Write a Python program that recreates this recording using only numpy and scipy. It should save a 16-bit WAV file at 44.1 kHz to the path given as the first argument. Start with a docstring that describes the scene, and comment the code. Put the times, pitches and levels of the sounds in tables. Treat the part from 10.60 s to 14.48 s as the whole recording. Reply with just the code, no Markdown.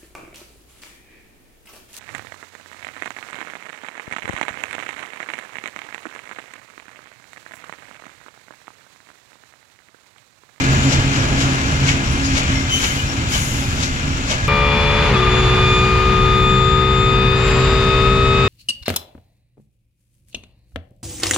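"""Freight wagons roll past outdoors, a few metres from two microphones: gritty noise and wheel modes make the roar.
The wheels knock: a worn one about twice a second, with fainter knocks between; each knock is a crowd of contacts
heard as a thud, a ringing clank and a bright rattle.
Twice a flange rubs the rail with a bright hiss of many modes; the first rub also sings in steady partials.
Filtered noise makes the small squeaks, two decaying tones a short panel ring near the end.
Behind it the ground rumbles and the wagon bodies drone, under a low hum with its octave that fades away."""
import sys
import numpy as np
from scipy import signal
from scipy.fft import rfft, irfft
from scipy.io import wavfile

SR = 44100
rng = np.random.default_rng(int(sys.argv[2]) if len(sys.argv) > 2 else 0)


def unload_audio(sound):
    """Save the sound as a 16-bit wav file, at the path given as the first command line argument."""
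    columns = np.transpose(np.atleast_2d(sound))
    # keep every value between -1 and 1, then stretch to whole-number steps
    steps = np.round(np.clip(columns, -1, 1) * 32767)
    wavfile.write(sys.argv[1], SR, steps.astype(np.int16))


N = 171108
T = np.arange(N) / SR  # seconds
BINS_HZ = np.maximum(np.arange(N // 2 + 1) * SR / N, 1)


def from_db(db):
    """Decibels to amplitude gain."""
    return 10 ** (np.asarray(db) / 20)


def rms_one(x):
    """Scale to unit power."""
    return x / np.sqrt(np.mean(x ** 2) + 1e-20)


def level_at(rows):
    """A level curve, in dB, at every sample."""
    seconds, db = np.transpose(rows)
    return np.interp(T, seconds, db)


def at_hz(points, falls_db=0):
    """A table over log frequency; beyond its ends it sinks by falls_db an octave."""
    hz, value = np.transpose(points)
    octaves_outside = np.abs(np.log2(BINS_HZ / np.clip(BINS_HZ, hz[0], hz[-1])))
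    return np.interp(np.log(BINS_HZ), np.log(hz), value) - falls_db * octaves_outside


def drift(rate):
    """Slow random wandering with spread 1: noise through two equal low-pass poles at rate Hz."""
    step = 40  # samples between drawn values
    pole = np.exp(-2 * np.pi * rate * step / SR)
    settle = 2000  # values dropped while the filter settles
    noise = rng.standard_normal(N // step + settle + 2)
    slow = signal.lfilter([1], [1, -2 * pole, pole * pole], noise)[settle:]
    return np.interp(np.arange(N) / step, np.arange(len(slow)), rms_one(slow))


def white():
    """Two unrelated white noises."""
    return rng.standard_normal((2, N))


def contacts(rate, spread_db):
    """Two random trains of tiny metal contacts, rate a second each, of uneven size and either sign."""
    size_db = spread_db * np.minimum(rng.exponential(1, (2, N)), 2)
    sizes = from_db(size_db) * rng.choice([-1, 1], (2, N))
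    return rms_one(sizes * (rng.random((2, N)) < rate / SR))


# How alike the sound is at the two microphones.
# Each row: frequency in Hz, left-right likeness from 0 to 1.
LIKENESS = [(30, .9), (80, .95), (300, .94), (450, .55), (900, .62), (1750, .7), (2200, .2), (3300, .45),
            (5000, .25), (12000, .05)]


def radiate(drive, gain):
    """Two drives through one frequency response, spread over both microphones; unit power."""
    mid, side = rfft(drive) * gain
    alike = np.clip(at_hz(LIKENESS), 0, .995)
    opposite = np.array([[1], [-1]])
    return rms_one(irfft(np.sqrt(1 + alike) * mid + np.sqrt(1 - alike) * side * opposite, N))


def shaped(drive, spectrum):
    """Radiate through a tabled spectrum with steep ends."""
    return radiate(drive, from_db(at_hz(spectrum, falls_db=50)))


def resonance(hz, width):
    """Friction noise through one mode, width Hz wide at half amplitude."""
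    return radiate(white(), 1 / (1 + (2 * (BINS_HZ - hz) / width) ** 2))


def swell(s, rise, fall):
    """Exponential rise to a peak of 1 at s, then exponential fall; times in seconds."""
    return np.exp(-np.maximum((s - T) / rise, (T - s) / fall))


# Level of the rolling wheels as they pass. Each row: time in seconds, level in dB.
ROLL_LEVEL = [(0, -23), (.55, -24), (.72, -25.5), (.95, -24), (1.5, -26), (1.92, -25), (2.05, -26.5),
              (2.3, -25.5), (2.6, -27.5), (2.95, -27.5), (3.4, -28), (3.88, -28)]
# Colour of the wheel roar. Each row: frequency in Hz, relative density in dB.
ROLL_SPECTRUM = [(400, -33), (900, -10.5), (1400, 0), (1700, -1.5), (1900, -5), (2150, -5), (2700, -1),
                 (3500, -5), (4600, -9), (5600, -10.5), (7100, -9), (8000, -17), (9100, -30), (10900, -29),
                 (12700, -37), (16000, -37)]
# Wheel modes kept ringing by the rolling.
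# Each row: frequency in Hz, width in Hz, level in dB against the roar.
WHEEL_MODES = [(816, 24, -25), (1680, 54, -12), (2097, 99, -12), (2336, 110, -16), (2430, 45, -15.5),
               (5610, 200, -17.5), (6920, 250, -17), (10680, 400, -32.5)]


def rolling():
    """Gritty roar of steel on steel: noise plus contacts, with wheel modes that come and go."""
    grit = white() + from_db(-4.5) * contacts(rate=900, spread_db=5.5)
    roar = shaped(grit, ROLL_SPECTRUM) * from_db(0.74 * drift(42))
    rings = 0
    for hz, width, db in WHEEL_MODES:
        rings = rings + from_db(db + 3.3 * drift(6.5)) * resonance(hz, width)
    return from_db(level_at(ROLL_LEVEL)) * (roar + rings)


# Knocks of the wheels: a worn one about twice a second, with fainter ones between.
# Each row: peak time in seconds, then the levels of clank, rattle and thud in dB.
KNOCKS = [(0.33, -23, -20.5, -43), (.56, -26.5, -28, -45), (0.814, -23.5, -22.5, -39),
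          (1.291, -17.5, -20, -45), (1.778, -20.5, -21, -27), (1.905, -29, -37, -31),
          (2.242, -19.5, -20.5, -33.5), (2.750, -22, -21, -31), (3.232, -27.5, -21, -47),
          (3.716, -21.5, -21, -23)]
# Colours of the three parts. Each row: frequency in Hz, relative gain in dB.
CLANK_SPECTRUM = [(900, -6), (1600, -6.5), (2100, -5), (2900, -4), (3800, -14), (6000, -55)]
RATTLE_SPECTRUM = [(2000, -33), (3300, 1), (4800, -1), (6600, 0), (7500, -4), (9000, -22), (11000, -20),
                   (13000, -33), (16000, -40)]
THUD_SPECTRUM = [(200, 10), (350, -9), (500, -1.5), (620, 3.5), (760, -7.5), (1200, 1.5), (2000, -41)]
# The ring of the wheels in every clank.
# Each row: frequency in Hz, width in Hz, gain in dB added to the clank's colour.
CLANK_MODES = [(1560, 90, 8.5), (1930, 51, 7), (2220, 50, 15), (2580, 180, 3), (3000, 310, 4.5)]


def knocks():
    """Each knock is a crowd of contacts: a thud, a ringing clank of the bogie and a bright rattle."""
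    clank = sum(from_db(db) * swell(s, rise=.028, fall=.042) for s, db, _, _ in KNOCKS)
    rattle = sum(from_db(db) * swell(s, rise=.029, fall=.034) for s, _, db, _ in KNOCKS)
    thud = sum(from_db(db) * swell(s, rise=.03, fall=.07) for s, _, _, db in KNOCKS)
    ring_db = sum(db / (1 + (2 * (BINS_HZ - hz) / width) ** 2) for hz, width, db in CLANK_MODES)
    parts = (clank, CLANK_SPECTRUM, ring_db), (rattle, RATTLE_SPECTRUM, 0), (thud, THUD_SPECTRUM, 0)
    out = np.zeros((2, N))
    for level, spectrum, extra_db in parts:
        crowd = contacts(rate=1300, spread_db=2.5) + 0.48 * white()
        out += level * radiate(crowd, from_db(at_hz(spectrum, falls_db=24) + extra_db))
    return out


# Flange rubs against the rail.
# Each row: start in seconds, time from start to release in seconds, release decay in seconds, hiss level in dB.
RUBS = [(2.09, 0.19, 0.13, -29.5), (2.68, 0.14, 0.24, -28)]
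# Colour of the hiss under its modes. Each row: frequency in Hz, relative gain in dB.
RUB_SPECTRUM = [(3000, -5), (5100, -5), (6800, 7), (8000, -5), (9000, -9), (10500, -4), (11500, -5),
                (12700, -14.5), (15500, -14)]


def flange():
    """A rubbing flange excites a thicket of high wheel modes, heard as a bright hiss."""
    level = 0
    for s, hold, release, db in RUBS:
        attack = np.clip((T - s) / .048, 0, 1)
        level = level + from_db(db) * attack * np.exp(-np.maximum(T - s - hold, 0) / release)
    modes_hz = np.linspace(3000, 15500, 44) + rng.uniform(-130, 140, size=44)
    modes = sum(1 / (1 + ((BINS_HZ - hz) / 30) ** 2) for hz in modes_hz)
    return level * radiate(white(), from_db(at_hz(RUB_SPECTRUM, falls_db=24)) * (.5 + modes))


# Partials of the squeal in the first rub. Each entry: frequency in Hz.
SQUEAL_HZ = [3048, 6104, 7623, 11087, 15132]
# The same partials in the same order. 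Each entry: mean peak amplitude in dB.
SQUEAL_DB = [-14, -27, -48, -44, -45]
SQUEAL_S, SQUEAL_RISE_S, SQUEAL_FALL_S = 2.148, .04, .04  # peak time, rise and fall
SQUEAL_WANDER, SQUEAL_FLUTTER_DB = 0.001, 1.5  # spread of pitch (fraction) and of level


def squeal():
    """Stick and slip makes the wheel sing for a moment, each side catching its own flutter."""
    rise = ((SQUEAL_S - T) / SQUEAL_RISE_S) ** 2
    level = np.exp(-np.where(T < SQUEAL_S, rise, (T - SQUEAL_S) / SQUEAL_FALL_S))
    phase_per_hz = 2 * np.pi * np.cumsum(1 + SQUEAL_WANDER * drift(120)) / SR
    out = np.zeros((2, N))
    for side in out:
        for hz, db in zip(SQUEAL_HZ, SQUEAL_DB):
            flutter = from_db(db + SQUEAL_FLUTTER_DB * drift(40))
            side += flutter * np.sin(hz * phase_per_hz + 0.19 * drift(22))
    return level * out


# Rough squeaks and rings of single wheel modes.
# Each row: peak time in seconds, frequency in Hz, width in Hz, level in dB, rise in seconds, fall in seconds.
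SQUEAKS = [(.13, 12100, 400, -44, .012, 0.014), (.13, 4350, 1200, -30, .012, 0.016),
           (.29, 7170, 150, -31.5, 0.093, 0.095), (.33, 6500, 180, -22.5, .008, 0.0092),
           (.94, 10800, 300, -45, .015, 0.017), (1.535, 10750, 300, -41.5, .025, .02),
           (1.66, 10700, 300, -47, .015, 0.034), (1.66, 6700, 700, -29.5, 0.023, 0.033),
           (1.655, 5000, 1400, -26, 0.024, 0.034), (1.785, 10930, 300, -41, .012, 0.022),
           (1.977, 5520, 150, -29.5, 0.018, 0.025), (2.27, 3055, 60, -28.5, 0.06, .08),
           (2.398, 2910, 160, -24, 0.0087, 0.014), (2.50, 5520, 200, -33, .025, 0.038),
           (2.745, 3055, 90, -26, .02, 0.077), (2.80, 10200, 50, -44, .05, .25),
           (2.82, 6700, 300, -39, .05, 0.16), (2.97, 5100, 71, -40, .08, 0.2)]


def squeaks():
    """Brief rubs that excite one mode without locking into a tone."""
    out = np.zeros((2, N))
    for s, hz, width, db, rise, fall in SQUEAKS:
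        out += from_db(db) * swell(s, rise, fall) * resonance(hz, width)
    return out


# A short low ring, as of a loose panel, at the last knock.
# Each row: frequency in Hz, peak amplitude in dB, decay in seconds.
PANEL = [(619, -30, .035), (1970, -38, .03)]


def panel():
    """A short hollow ring of sheet steel: decaying tones, the same at both microphones."""
    out = 0
    for hz, db, decay in PANEL:
        tone = np.sin(2 * np.pi * hz * T + 0.34 * drift(40))
        out = out + from_db(db) * swell(3.725, rise=.0067, fall=decay) * tone
    return out


# Level of the low hum. Each row: time in seconds, level in dB.
HUM_LEVEL = [(0, -23), (.22, -19), (.36, -19.5), (.62, -28.5), (.84, -20.5), (1.08, -30), (1.25, -21.5),
             (1.5, -34.5), (2.2, -37), (3.88, -55)]
# Level of its octave. Each row: time in seconds, level in dB before the OCTAVE_DB trim.
OCTAVE_LEVEL = [(0.0, -17.5), (0.17, -34.5), (0.29, -18), (0.33, -27), (1.4, -27.5), (1.44, -37.5),
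                (1.73, -21), (1.88, -38), (1.92, -21.5), (2.12, -38), (2.18, -24.5), (2.3, -40),
                (2.59, -28.5), (2.61, -40), (3.32, -32), (3.4, -41.5), (3.49, -28), (3.88, -41)]
OCTAVE_DB = -0.5
HUM_HZ, HUM_WANDER = 134.7, 0.0061  # mean pitch and its spread as a fraction
HUM_FLUTTER_DB, HUM_SCATTER = 1.5, 0.32  # spread of level; of the random quadrature part


def hum():
    """A wavering low tone and its octave, pulsing and fading as their source moves away."""
    phase = 2 * np.pi * np.cumsum(HUM_HZ * (1 + HUM_WANDER * drift(5.8))) / SR
    out = 0
    for multiple, db in (1, level_at(HUM_LEVEL)), (2, level_at(OCTAVE_LEVEL) + OCTAVE_DB):
        scatter = HUM_SCATTER * drift(10.5) * np.cos(multiple * phase)
        tone = np.sqrt(2) * (np.sin(multiple * phase) + scatter)
        out = out + from_db(db + HUM_FLUTTER_DB * drift(8.3)) * tone
    return out


# Levels of the ground rumble and of the wagon bodies. 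Each row: time in seconds, level in dB.
RUMBLE_LEVEL = [(0, -20.5), (.75, -21.5), (1.02, -24), (1.3, -20.5), (1.85, -20.5), (2.05, -24.5),
                (2.45, -23.5), (2.65, -21.5), (3.0, -22.5), (3.88, -22)]
BODY_LEVEL = [(0, -22), (.5, -22.5), (1.2, -24.5), (1.8, -28), (2.1, -28), (2.9, -29.5), (3.4, -30),
              (3.88, -30)]
# Their colours. Each row: frequency in Hz, relative density in dB.
RUMBLE_SPECTRUM = [(10, -9), (25, -9), (48, -1.5), (60, -2.5), (78, 0.5), (105, -2.5), (135, -3),
                   (180, -11.5), (300, -32)]
BODY_SPECTRUM = [(70, -17), (130, -8.5), (170, -5), (200, -3), (240, 1), (300, -3.5), (345, -3), (410, -9),
                 (600, -10.5), (900, -11.5), (1400, -11.5), (2500, -21)]


def rumble():
    """Ground rumble and the drone of the wagon bodies: low noises with slowly wandering levels."""
    ground = from_db(level_at(RUMBLE_LEVEL) + 1.1 * drift(10.6)) * shaped(white(), RUMBLE_SPECTRUM)
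    bodies = from_db(level_at(BODY_LEVEL) + 0.95 * drift(13.6)) * shaped(white(), BODY_SPECTRUM)
    return ground + bodies


def scene():
    """All the sounds of the train together."""
    return rolling() + knocks() + flange() + squeal() + squeaks() + panel() + hum() + rumble()


# Colour between the two microphones. Each row: frequency in Hz, left minus right in dB.
MIC_BALANCE = [(100, -.7), (550, -1), (1000, -0.5), (1800, 2), (2500, 6), (3800, 2.5), (5500, 12.5),
               (7000, 17), (8200, 7.5), (9200, -3), (10800, -10), (13000, -4), (15500, 14)]
# The sound reaches the left microphone later, round the recorder's body.
# Each row: frequency in Hz, lag in seconds.
LEFT_LAG = [(130, .00033), (330, .00024), (540, .00008), (720, .00024), (1000, .00037), (1300, .00037),
            (1800, .00031), (2300, .00041), (3050, .00042), (4200, .00036)]
CEILING, CUTOFF_HZ = .85, 15800  # amplitude limit; top of the recorded band


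def record(dry):
    """Colour both microphones, delay the left, round the highest peaks and cut the top."""
    tilt = from_db(at_hz(MIC_BALANCE))
    delay = np.exp(-2j * np.pi * BINS_HZ * at_hz(LEFT_LAG))
    keep_power = np.sqrt(2 / (1 + tilt ** 2))
    mics = np.array([tilt * delay, np.ones_like(tilt)]) * keep_power
    heard = irfft(rfft(dry) * mics, N)
    heard = heard / (1 + (heard / CEILING) ** 12) ** (1 / 12)
    return irfft(rfft(heard) / np.sqrt(1 + (BINS_HZ / CUTOFF_HZ) ** 400), N)


dry = scene()
out = record(dry)
unload_audio(out)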